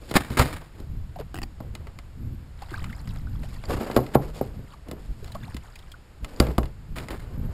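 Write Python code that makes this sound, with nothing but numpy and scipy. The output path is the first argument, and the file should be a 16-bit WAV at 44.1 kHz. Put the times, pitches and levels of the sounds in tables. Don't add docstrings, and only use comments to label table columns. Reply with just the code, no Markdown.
import sys
import numpy as np
from scipy import signal
from scipy.fft import rfft, irfft, next_fast_len
from scipy.io import wavfile
from scipy.ndimage import uniform_filter1d

SR = 44100
rng = np.random.default_rng(int(sys.argv[2]) if len(sys.argv) > 2 else 0)


def wav_out(sig):
    wavfile.write(sys.argv[1], SR, np.round(np.clip(np.atleast_2d(sig).T, -1, 1) * 32767).astype(np.int16))


N = 332469
TIME = np.arange(N) / SR
RING = np.arange(SR // 2) / SR

# crest t/s, half-width/s, level/dB, flutter relative level/dB
GUSTS = [(.52, 0.066, -33, -13), (0.962, 0.14, -35, -4.5), (1.211, 0.041, -44, 7.5),
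         (1.42, 0.058, -39.5, 5), (1.75, 0.13, -37.5, -4), (2.29, 0.12, -36.5, 4.5),
         (2.83, 0.087, -33.5, 0.5), (3.3, .27, -33.5, 0), (3.74, 0.066, -32, 0.5), (4.27, 0.094, -39, -9),
         (4.54, 0.15, -42.5, 8.5), (5.105, 0.02, -27, -8), (5.25, 0.043, -39.5, -8),
         (5.43, 0.12, -41.5, 1.5), (6.24, 0.033, -37, 2), (6.65, 0.027, -29, -12), (6.95, 0.07, -37, 0),
         (7.17, 0.043, -36.5, -2), (7.43, 0.091, -32, 4)]
# t/s, level/dB
BREEZE = [(0, -46.5), (.7, -50.5), (1.1, -45), (2.5, -43.5), (4.0, -44), (4.82, -51), (5.05, -42.5),
          (5.85, -47.5), (6.15, -51.5), (6.5, -44), (7.54, -38.5)]
# f/Hz, level/dB
RUMBLE_COLOUR = [(10, -5), (25, -1), (55, -1), (85, -4), (130, -10), (250, -34.5), (2000, -100)]
# f/Hz, level/dB
FLUTTER_COLOUR = [(60, -1.5), (110, 1.5), (180, -2.5), (280, -11), (420, -26), (900, -43), (2500, -60),
                  (8000, -100)]
RUMBLE_TRIM_DB, FLUTTER_TRIM_DB = 2, -3

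# f/Hz, level/dB
AIR_COLOUR = [(150, -16.5), (300, -3), (500, -7), (1500, -12), (4800, -22.5), (7000, -22.5), (13500, -29),
              (15000, -51)]
AIR_DB = -58

# t/s, length/s, scuff level/dB, hiss level/dB
RUBS = [(0, 0.18, -51, -47), (0.735, 0.11, -53.5, -57), (1.61, 0.29, -59.5, -84),
        (3.408, 0.16, -61.5, -51.5), (3.629, 0.037, -46.5, -50), (3.675, 0.094, -34, -40.5),
        (3.794, .19, -39, -46.5), (3.953, 0.33, -46, -51), (4.331, 0.055, -40.5, -39),
        (4.42, 0.19, -51, -56.5), (4.858, 0.11, -51.5, -72), (4.978, 0.41, -62, -58.5),
        (6.213, 0.22, -47.5, -50.5), (6.393, 0.084, -36.5, -47), (6.494, 0.19, -55, -59),
        (6.977, .1, -48.5, -51), (7.088, 0.06, -41, -61), (7.202, 0.47, -50.5, -59.5)]
# f/Hz, level/dB
SCUFF_COLOUR = [(90, -39), (200, 4.5), (460, 4), (800, -4.5), (1300, -8), (3000, -22), (6000, -80)]
# f/Hz, level/dB
HISS_COLOUR = [(1200, -1), (2200, 8), (4500, 6), (8000, 4), (13800, -1), (15200, -16)]
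RUB_ATTACK_S, RUB_RELEASE_T60_S = 0.027, 0.2
BUMPS_PER_S, BUMP_SPREAD_DB, BUMP_HZ, BUMP_DB = 70, 3.5, 545, -6.5

# t/s, level/dB, contact length/s
CHINKS = [(0.091, -56, 0.011), (1.431, -36, 0.0023), (3.653, -43.5, 0.0034), (3.846, -49, 0.0022),
          (3.944, -50, 0.0053), (3.962, -49, 0.00068), (4.368, -53, 0.0035), (4.372, -65, 0.023),
          (6.361, -49, 0.0048), (6.4, -24, 0.0019)]
# f/Hz, level/dB, t60/s
CHINK_MODES = [(4690, -10.5, 0.017), (7220, -13, 0.013), (10760, -28, 0.029)]

# t/s, level/dB, contact cut-off f/Hz, deck boom level/dB, plastic crack level/dB,
# reference pitch of the struck panel f/Hz
KNOCKS = [(.111, -25, 905, -41, -35.5, 443), (.152, -15.5, 400, -20.5, -35, 261),
          (0.303, -23.5, 347, -26.5, -54, 243), (0.3943, -11, 2860, -16, -18, 189),
          (.801, -34.5, 440, -40, -48, 302), (1.603, -30, 920, -47, -51.5, 220),
          (3.899, -24.5, 1350, -50, -49, 644), (3.964, -8, 1560, -21, -24, 635),
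          (3.973, -14.5, 1100, -40, -32, 300), (3.989, -21, 1190, -42, -55, 734),
          (4.153, -5.5, 1000, -27, -58, 503), (4.4107, -16, 775, -45, -45.5, 514),
          (4.885, -34, 540, -42, -46, 400), (4.913, -33.5, 920, -37, -34.5, 386),
          (4.931, -32, 475, -49, -72, 396), (5.544, -29.5, 307, -27.5, -42.5, 298),
          (6.4004, -8.5, 1070, -12.5, -18, 267), (6.467, -31, 600, -38, -56, 300),
          (6.486, -25, 600, -20, -47, 350), (6.581, -13, 1230, -17.5, -27, 276),
          (7.105, -34, 1210, -48, -48, 402)]
# f/Hz, level/dB, t60/s
HULL_MODES = [(100, -12, 0.32), (129.3, 10, 0.22), (152.2, -6.5, 0.88), (215, 2.5, 0.05), (251, -0.5, 0.2),
              (303, -39, 0.35), (342, 4, 0.076), (386, -3, 0.062), (408, -35.5, 0.28), (502, -5.5, 0.14),
              (588, 5, 0.063), (668, 5, 0.056), (740, 0, 0.041), (792, -4, 0.16), (920, 1, 0.026),
              (1086, 2.5, 0.087), (1180, 10, 0.037), (1357, 6, 0.065), (1510, -23, 0.27),
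              (2100, -12.5, 0.093)]
# multiple of its reference pitch, level/dB, t60/s
PANEL_MODES = [(0.451, 0.5, 0.037), (.72, 4, 0.024), (1.05, 3, 0.026), (1.55, 2.5, 0.011),
               (2.4, -8, 0.0039), (3.8, -28.5, 0.045)]
# f/Hz, level/dB, t60/s
GEAR_MODES = [(1282, -4, 0.05), (1735, -11, 0.02), (1920, 0.5, 0.0087), (2070, -1.5, 0.054),
              (2436, -1, 0.014), (2920, 0, 0.051), (2910, -2.5, 0.062), (3505, -8.5, 0.03),
              (4090, -8, 0.037), (5150, -14, 0.012), (7280, -3.5, 0.012), (10800, -1, 0.04)]

# t/s, level before trim/dB, reference f/Hz, low body relative level before trim/dB
TICKS = [(0.1137, -17.5, 2200, -7), (.302, -27, 1670, -3), (0.617, -36, 1775, 2),
         (.645, -43.5, 2160, -17.5), (1.2102, -35, 1510, 5.5), (1.7514, -21, 2400, -14),
         (1.8697, -29, 1220, -4), (1.9881, -24.5, 2210, -11), (2.7074, -31, 1410, -15),
         (2.842, -21, 1890, -17), (3.0744, -29, 2450, -18), (3.16, -33.5, 2150, -5),
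         (3.6382, -29, 1200, 2.5), (3.9134, -21, 2280, -6), (4.0645, -27, 1290, -25),
         (5.244, -29, 4500, -11), (5.278, -32, 1390, -10), (5.5669, -22, 2800, -16),
         (6.246, -19, 2270, -12), (6.468, -25.5, 2000, 0.5), (6.631, -26, 2200, -4),
         (6.656, -28.5, 1800, -21), (6.984, -18.5, 1400, -24), (7.0848, -22, 2130, -7.5),
         (7.107, -27, 1900, -8), (7.5303, -17.5, 4830, -7.5)]
TICK_T60_S = 0.023

# t/s, level/dB, length/s, fade t60/s
RATTLES = [(.14, -23, 0.027, 0.083), (0.161, -16, 0.0074, 0.054), (0.192, -35.5, 0.012, 0.49),
           (0.304, -41, 0.049, 0.16), (0.371, -22, 0.015, 0.15), (0.388, -24, 0.032, 0.18),
           (0.457, -40, 0.012, 0.72), (0.527, -31, 0.01, 0.051), (0.565, -43, .003, 0.053),
           (4.137, -34, 0.013, 0.055), (6.958, -33.5, 0.0039, 0.27), (7.104, -40.5, 0.0073, 0.38),
           (7.195, -57, 0.041, 0.13)]
# f/Hz, level/dB
RATTLE_COLOUR = [(140, -0.5), (280, 4.5), (400, -3.5), (600, -3.5), (1000, -4.5), (1800, -5), (2600, -11),
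                 (4500, -16.5), (6200, -20.5), (10000, -15.5), (12000, -36), (13800, -15), (15500, -32)]

# t/s, peak level/dB, base pitch f/Hz, pitch glide over the ring/octaves,
# splash relative level before trim/dB
PLOPS = [(1.16, -33, 700, 0.63, -0.5), (1.19, -32.5, 603, .2, 2), (1.2, -30.5, 500, -0.085, 3),
         (2.622, -34, 732, 1.3, 9), (2.716, -34, 348, -1.15, 4), (2.733, -42, 1110, .8, -8),
         (2.741, -28, 1610, 1.2, -6.5), (2.777, -36, 1270, -0.29, -12), (2.896, -40, 1640, .3, 0),
         (2.928, -36, 2000, 0.48, 0), (3.27, -41, 1610, -0.13, -14), (3.435, -39.5, 507, 1.5, 9.5),
         (4.737, -41, 1110, -0.5, 2), (5.225, -41, 430, .1, -5), (5.321, -42.5, 4200, 0.073, 11),
         (5.35, -31.5, 650, 0.43, 3.5), (5.354, -33, 1156, -0.33, -36), (5.478, -39.5, 720, 1.6, -2),
         (5.758, -41, 2330, -0.38, 10.5), (5.791, -48.5, 3080, 0.53, 12), (5.919, -42.5, 3070, 0.042, 12),
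         (5.94, -40.5, 1290, 0.076, -14)]
PLOP_T60_S, PLOP_SIZE_LAW = 0.0417, 0.3
PLOP_WOBBLE = 0.12
# t/s, length/s, level/dB
STIRS = [(2.565, 0.39, -53), (2.962, 0.93, -57.5), (4.632, 0.086, -57), (5.22, 0.39, -56.5),
         (5.62, 0.26, -61)]
STIR_ATTACK_S, STIR_SETTLE_T60_S = 0.046, 0.38
BUBBLES_PER_S, BUBBLE_LOW_HZ, BUBBLE_OCTAVES, BUBBLE_SPREAD_DB = 220, 650, 3.2, 16
BUBBLE_LIFE = 0.7
BUBBLE_DB, PATTER_DB, SPRAY_DB = -4, -3.5, -3
# f/Hz, level/dB
SPRAY_COLOUR = [(200, -23), (500, 1), (1500, -2.0), (3000, -17.5), (8000, -14.5), (14000, -17), (15500, -43)]

# t/s, level/dB
CREAKS = [(1.3433, -29), (1.356, -34), (1.365, -36), (1.376, -36.5), (1.387, -31), (1.4177, -32.5),
          (1.43, -37), (1.4349, -31.5)]
# f/Hz, level/dB, t60/s
SEAT_MODES = [(307, 3.5, 0.037), (757, -1, 0.042), (1140, 4.5, 0.01), (1780, 0, 0.025), (2700, 2, 0.014),
              (2990, 2.5, 0.008), (5150, -6, 0.012), (6900, -6, 0.01), (9250, -4.5, 0.015)]

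# f/Hz, level/dB
HOUSING = [(3800, 0.5), (4800, 2.5), (5400, -1), (5800, -11), (6250, -10), (6700, -1), (7250, 0.5),
           (8200, -2), (14500, -3)]
TOP_HZ = 15600


def undb(db):
    return 10 ** (np.asarray(db) / 20)


def unit(x):
    return x / np.sqrt(np.mean(x ** 2))


def peak(x, db):
    return x * undb(db) / np.abs(x).max()


def strike(x, db):
    return x * undb(db) / np.sqrt(uniform_filter1d(x ** 2, size=132).max())


def fade(t60):
    return np.exp(-np.log(1000) * RING / t60)


def swell(attack_s):
    return 1 - np.exp(-RING / attack_s)


def stroke(s, length, attack_s, release_t60):
    age = TIME - s
    build = np.clip(age / attack_s, 0, 1)
    return build * np.exp(-np.log(1000) * np.maximum(age - length, 0) / release_t60)


def add(track, s, sound):
    i = int(s * SR)
    track[i:i + len(sound)] += sound[:N - i]


def cut(x, hz, kind, order=2):
    return signal.sosfilt(signal.butter(order, hz, kind, fs=SR, output="sos"), x)


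def colour(x, points):
    hz, db = np.transpose(points)
    size = next_fast_len(len(x))
    f = np.arange(size // 2 + 1) * SR / size + 1
    gain = undb(np.interp(np.log(f), np.log(hz), db))
    return irfft(rfft(x, size) * gain, size)[:len(x)]


def walk(rate):
    k = int(SR / rate)
    steps = np.repeat(rng.standard_normal(N // k + 1), k)
    return unit(uniform_filter1d(steps, k)[:N])


def grains(rate, spread_db, size):
    present = rng.random(size) < rate / SR
    strength_db = spread_db * np.minimum(rng.exponential(size=size), 4)
    return present * rng.choice([-1, 1], size) * undb(strength_db)


def ring(modes):
    out = np.zeros(len(RING))
    for k, (hz, db, t60) in enumerate(modes):
        out += (-1) ** k * undb(db) * fade(t60) * np.sin(2 * np.pi * hz * RING)
    return out


def panel(pitch_hz):
    return ring([(multiple * pitch_hz, db, t60) for multiple, db, t60 in PANEL_MODES])


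def burst(t60):
    return rng.standard_normal(len(RING)) * fade(t60)


def breeze():
    steady = undb(np.interp(TIME, *np.transpose(BREEZE)))
    gusts = np.array([undb(db) * np.exp(-((TIME - s) / width) ** 2) for s, width, db, _ in GUSTS])
    wind = np.sqrt(steady ** 2 + np.sum(gusts ** 2, axis=0))
    flutter_power = undb(np.array(GUSTS)[:, 3]) ** 2
    turbulence = np.sqrt((undb(-4) * steady) ** 2 + flutter_power @ gusts ** 2)
    rumble = unit(colour(rng.standard_normal(N), RUMBLE_COLOUR)) * wind
    flutter = unit(colour(rng.standard_normal(N), FLUTTER_COLOUR)) * turbulence * undb(2.8 * walk(30))
    return undb(RUMBLE_TRIM_DB) * rumble + undb(FLUTTER_TRIM_DB) * flutter


def marsh_air():
    return undb(AIR_DB) * unit(colour(rng.standard_normal(N), AIR_COLOUR))


def bumps():
    nudges = grains(BUMPS_PER_S, BUMP_SPREAD_DB, N)
    return unit(signal.fftconvolve(nudges, panel(BUMP_HZ))[:N])


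def cloth():
    slip = unit(undb(3.33 * walk(60)))
    strokes = np.array([stroke(s, length, RUB_ATTACK_S, RUB_RELEASE_T60_S) for s, length, _, _ in RUBS])
    scuff_gain, hiss_gain = undb(np.array(RUBS)[:, 2:]).T @ strokes
    scuff = unit(colour(grains(2500, 0.48, N), SCUFF_COLOUR)) * scuff_gain
    hiss = unit(colour(grains(3000, 3.1, N), HISS_COLOUR)) * hiss_gain
    rubbing = slip * (undb(2) * scuff + undb(-5.5) * hiss)
    return rubbing + undb(BUMP_DB) * scuff_gain * bumps()


def chinks():
    out = np.zeros(N)
    for s, db, length in CHINKS:
        graze = rng.standard_normal(int(length * SR) + 2)
        add(out, s, strike(signal.fftconvolve(graze, ring(CHINK_MODES)), db))
    return out


def crack(t60):
    gear = ring(GEAR_MODES) * fade(6 * t60)
    return burst(t60) + undb(-9.0) * gear + undb(-22.5) * burst(0.14)


def knocks():
    out, hull = np.zeros(N), ring(HULL_MODES)
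    deck = fade(0.23) * np.sin(2 * np.pi * 63 * RING)
    for s, db, contact_hz, boom_db, crack_db, panel_hz in KNOCKS:
        shudder = cut(burst(0.05), [300, 2200], "band") + undb(-3) * cut(burst(0.28), [90, 520], "band")
        body = hull + undb(19.5) * panel(panel_hz) + undb(25) * shudder
        body = cut(body, contact_hz, "low", order=3)
        plastic = cut(crack(0.024), [1100, 9000], "band", order=1)
        add(out, s, strike(body, db) + strike(deck, boom_db) + strike(plastic, crack_db))
    return out


def ticks():
    out = np.zeros(N)
    for s, db, hz, body_db in TICKS:
        click = cut(crack(TICK_T60_S), [hz / 3.6, hz * 2], "band", order=1)
        body = cut(burst(0.073), [180, 1200], "band")
        add(out, s, strike(click, db - 14.0))
        add(out, s, strike(body, db + body_db - 9.5))
    return out


def tray():
    shake = np.zeros(N)
    for s, db, length, t60 in RATTLES:
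        hold = np.ones(int(length * SR))
        add(shake, s, undb(db) * np.concatenate([hold, fade(t60)]))
    contacts = grains(3500, 3.4, N) * undb(2.55 * walk(150))
    ringing = signal.fftconvolve(contacts, ring(GEAR_MODES))[:N]
    return shake * unit(unit(colour(contacts, RATTLE_COLOUR)) + undb(-17) * unit(ringing))


def bubble(hz, t60, glide, wobble=0.069):
    t = RING[:int(t60 * SR)]
    age = t / t[-1]
    shape = np.interp(age, np.linspace(0, 1, 20), rng.standard_normal(20))
    pitch = hz * 2 ** (glide * age) * (1 + wobble * shape)
    onset = 1 - np.exp(-t * hz / 2)
    return np.sin(2 * np.pi * np.cumsum(pitch) / SR) * np.exp(-np.log(1000) * age) * onset


def ring_time(hz):
    return PLOP_T60_S / (hz / 1000) ** PLOP_SIZE_LAW


def trickle():
    out = np.zeros(N)
    for when, smallness, size, rise in rng.random((int(BUBBLES_PER_S * N / SR), 4)):
        hz = BUBBLE_LOW_HZ * 2 ** (BUBBLE_OCTAVES * smallness)
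        gain = undb(BUBBLE_SPREAD_DB * size - 3.6 * smallness)
        add(out, when * N / SR, gain * bubble(hz, BUBBLE_LIFE * ring_time(hz), 0.22 * rise))
    return unit(out)


def droplets(count=5000):
    out = np.zeros(N)
    for when, smallness, size, rise in rng.random((count, 4)):
        hz = 700 * 14 ** smallness
        t60 = 10 / hz + 1 / 500
        gain = undb(20 * size ** 3 - 2.5 * smallness)
        add(out, when * N / SR, gain * bubble(hz, t60, 0.5 * rise))
    return unit(out)


def plops():
    out = np.zeros(N)
    for s, db, hz, glide, splash_db in PLOPS:
        add(out, s, peak(bubble(hz, ring_time(hz), glide, wobble=PLOP_WOBBLE), db))
        splash = cut(burst(0.034) * swell(0.002), [hz * 0.5, hz * 3.0], "band", order=1)
        add(out, s - 0.003, strike(splash, db + splash_db - 15.0))
    return out


def water():
    spray = unit(colour(grains(1200, 0.87, N), SPRAY_COLOUR))
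    stirring = np.zeros(N)
    for s, length, db in STIRS:
        stirring += undb(db) * stroke(s, length, STIR_ATTACK_S, STIR_SETTLE_T60_S)
    drops = undb(PATTER_DB) * droplets() + undb(SPRAY_DB) * spray
    return plops() + stirring * undb(2.9 * walk(40)) * (drops + undb(BUBBLE_DB) * trickle())


def seat():
    out = np.zeros(N)
    for s, db in CREAKS:
        modes = np.array(SEAT_MODES)
        modes[:, 0] *= 1 + 0.08 * rng.standard_normal(len(modes))
        add(out, s, strike(ring(modes) + undb(-5.0) * burst(0.034), db))
    return out


def scene():
    weather = breeze() + marsh_air()
    gear = cloth() + chinks() + knocks() + ticks() + tray() + seat()
    return (weather + gear + water())[None]


def record(dry):
    x = dry[0]
    high_noise = unit(cut(rng.standard_normal(N), [11500, 12600], "band", order=3))
    sizzle = cut(x, [200, 900], "band") * high_noise
    x = np.clip(colour(x, HOUSING) + undb(-24.5) * sizzle, -1, 1)
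    return signal.sosfilt(signal.ellip(8, 0.2, 70, TOP_HZ, fs=SR, output="sos"), x)[None]


dry = scene()
out = record(dry)
wav_out(out)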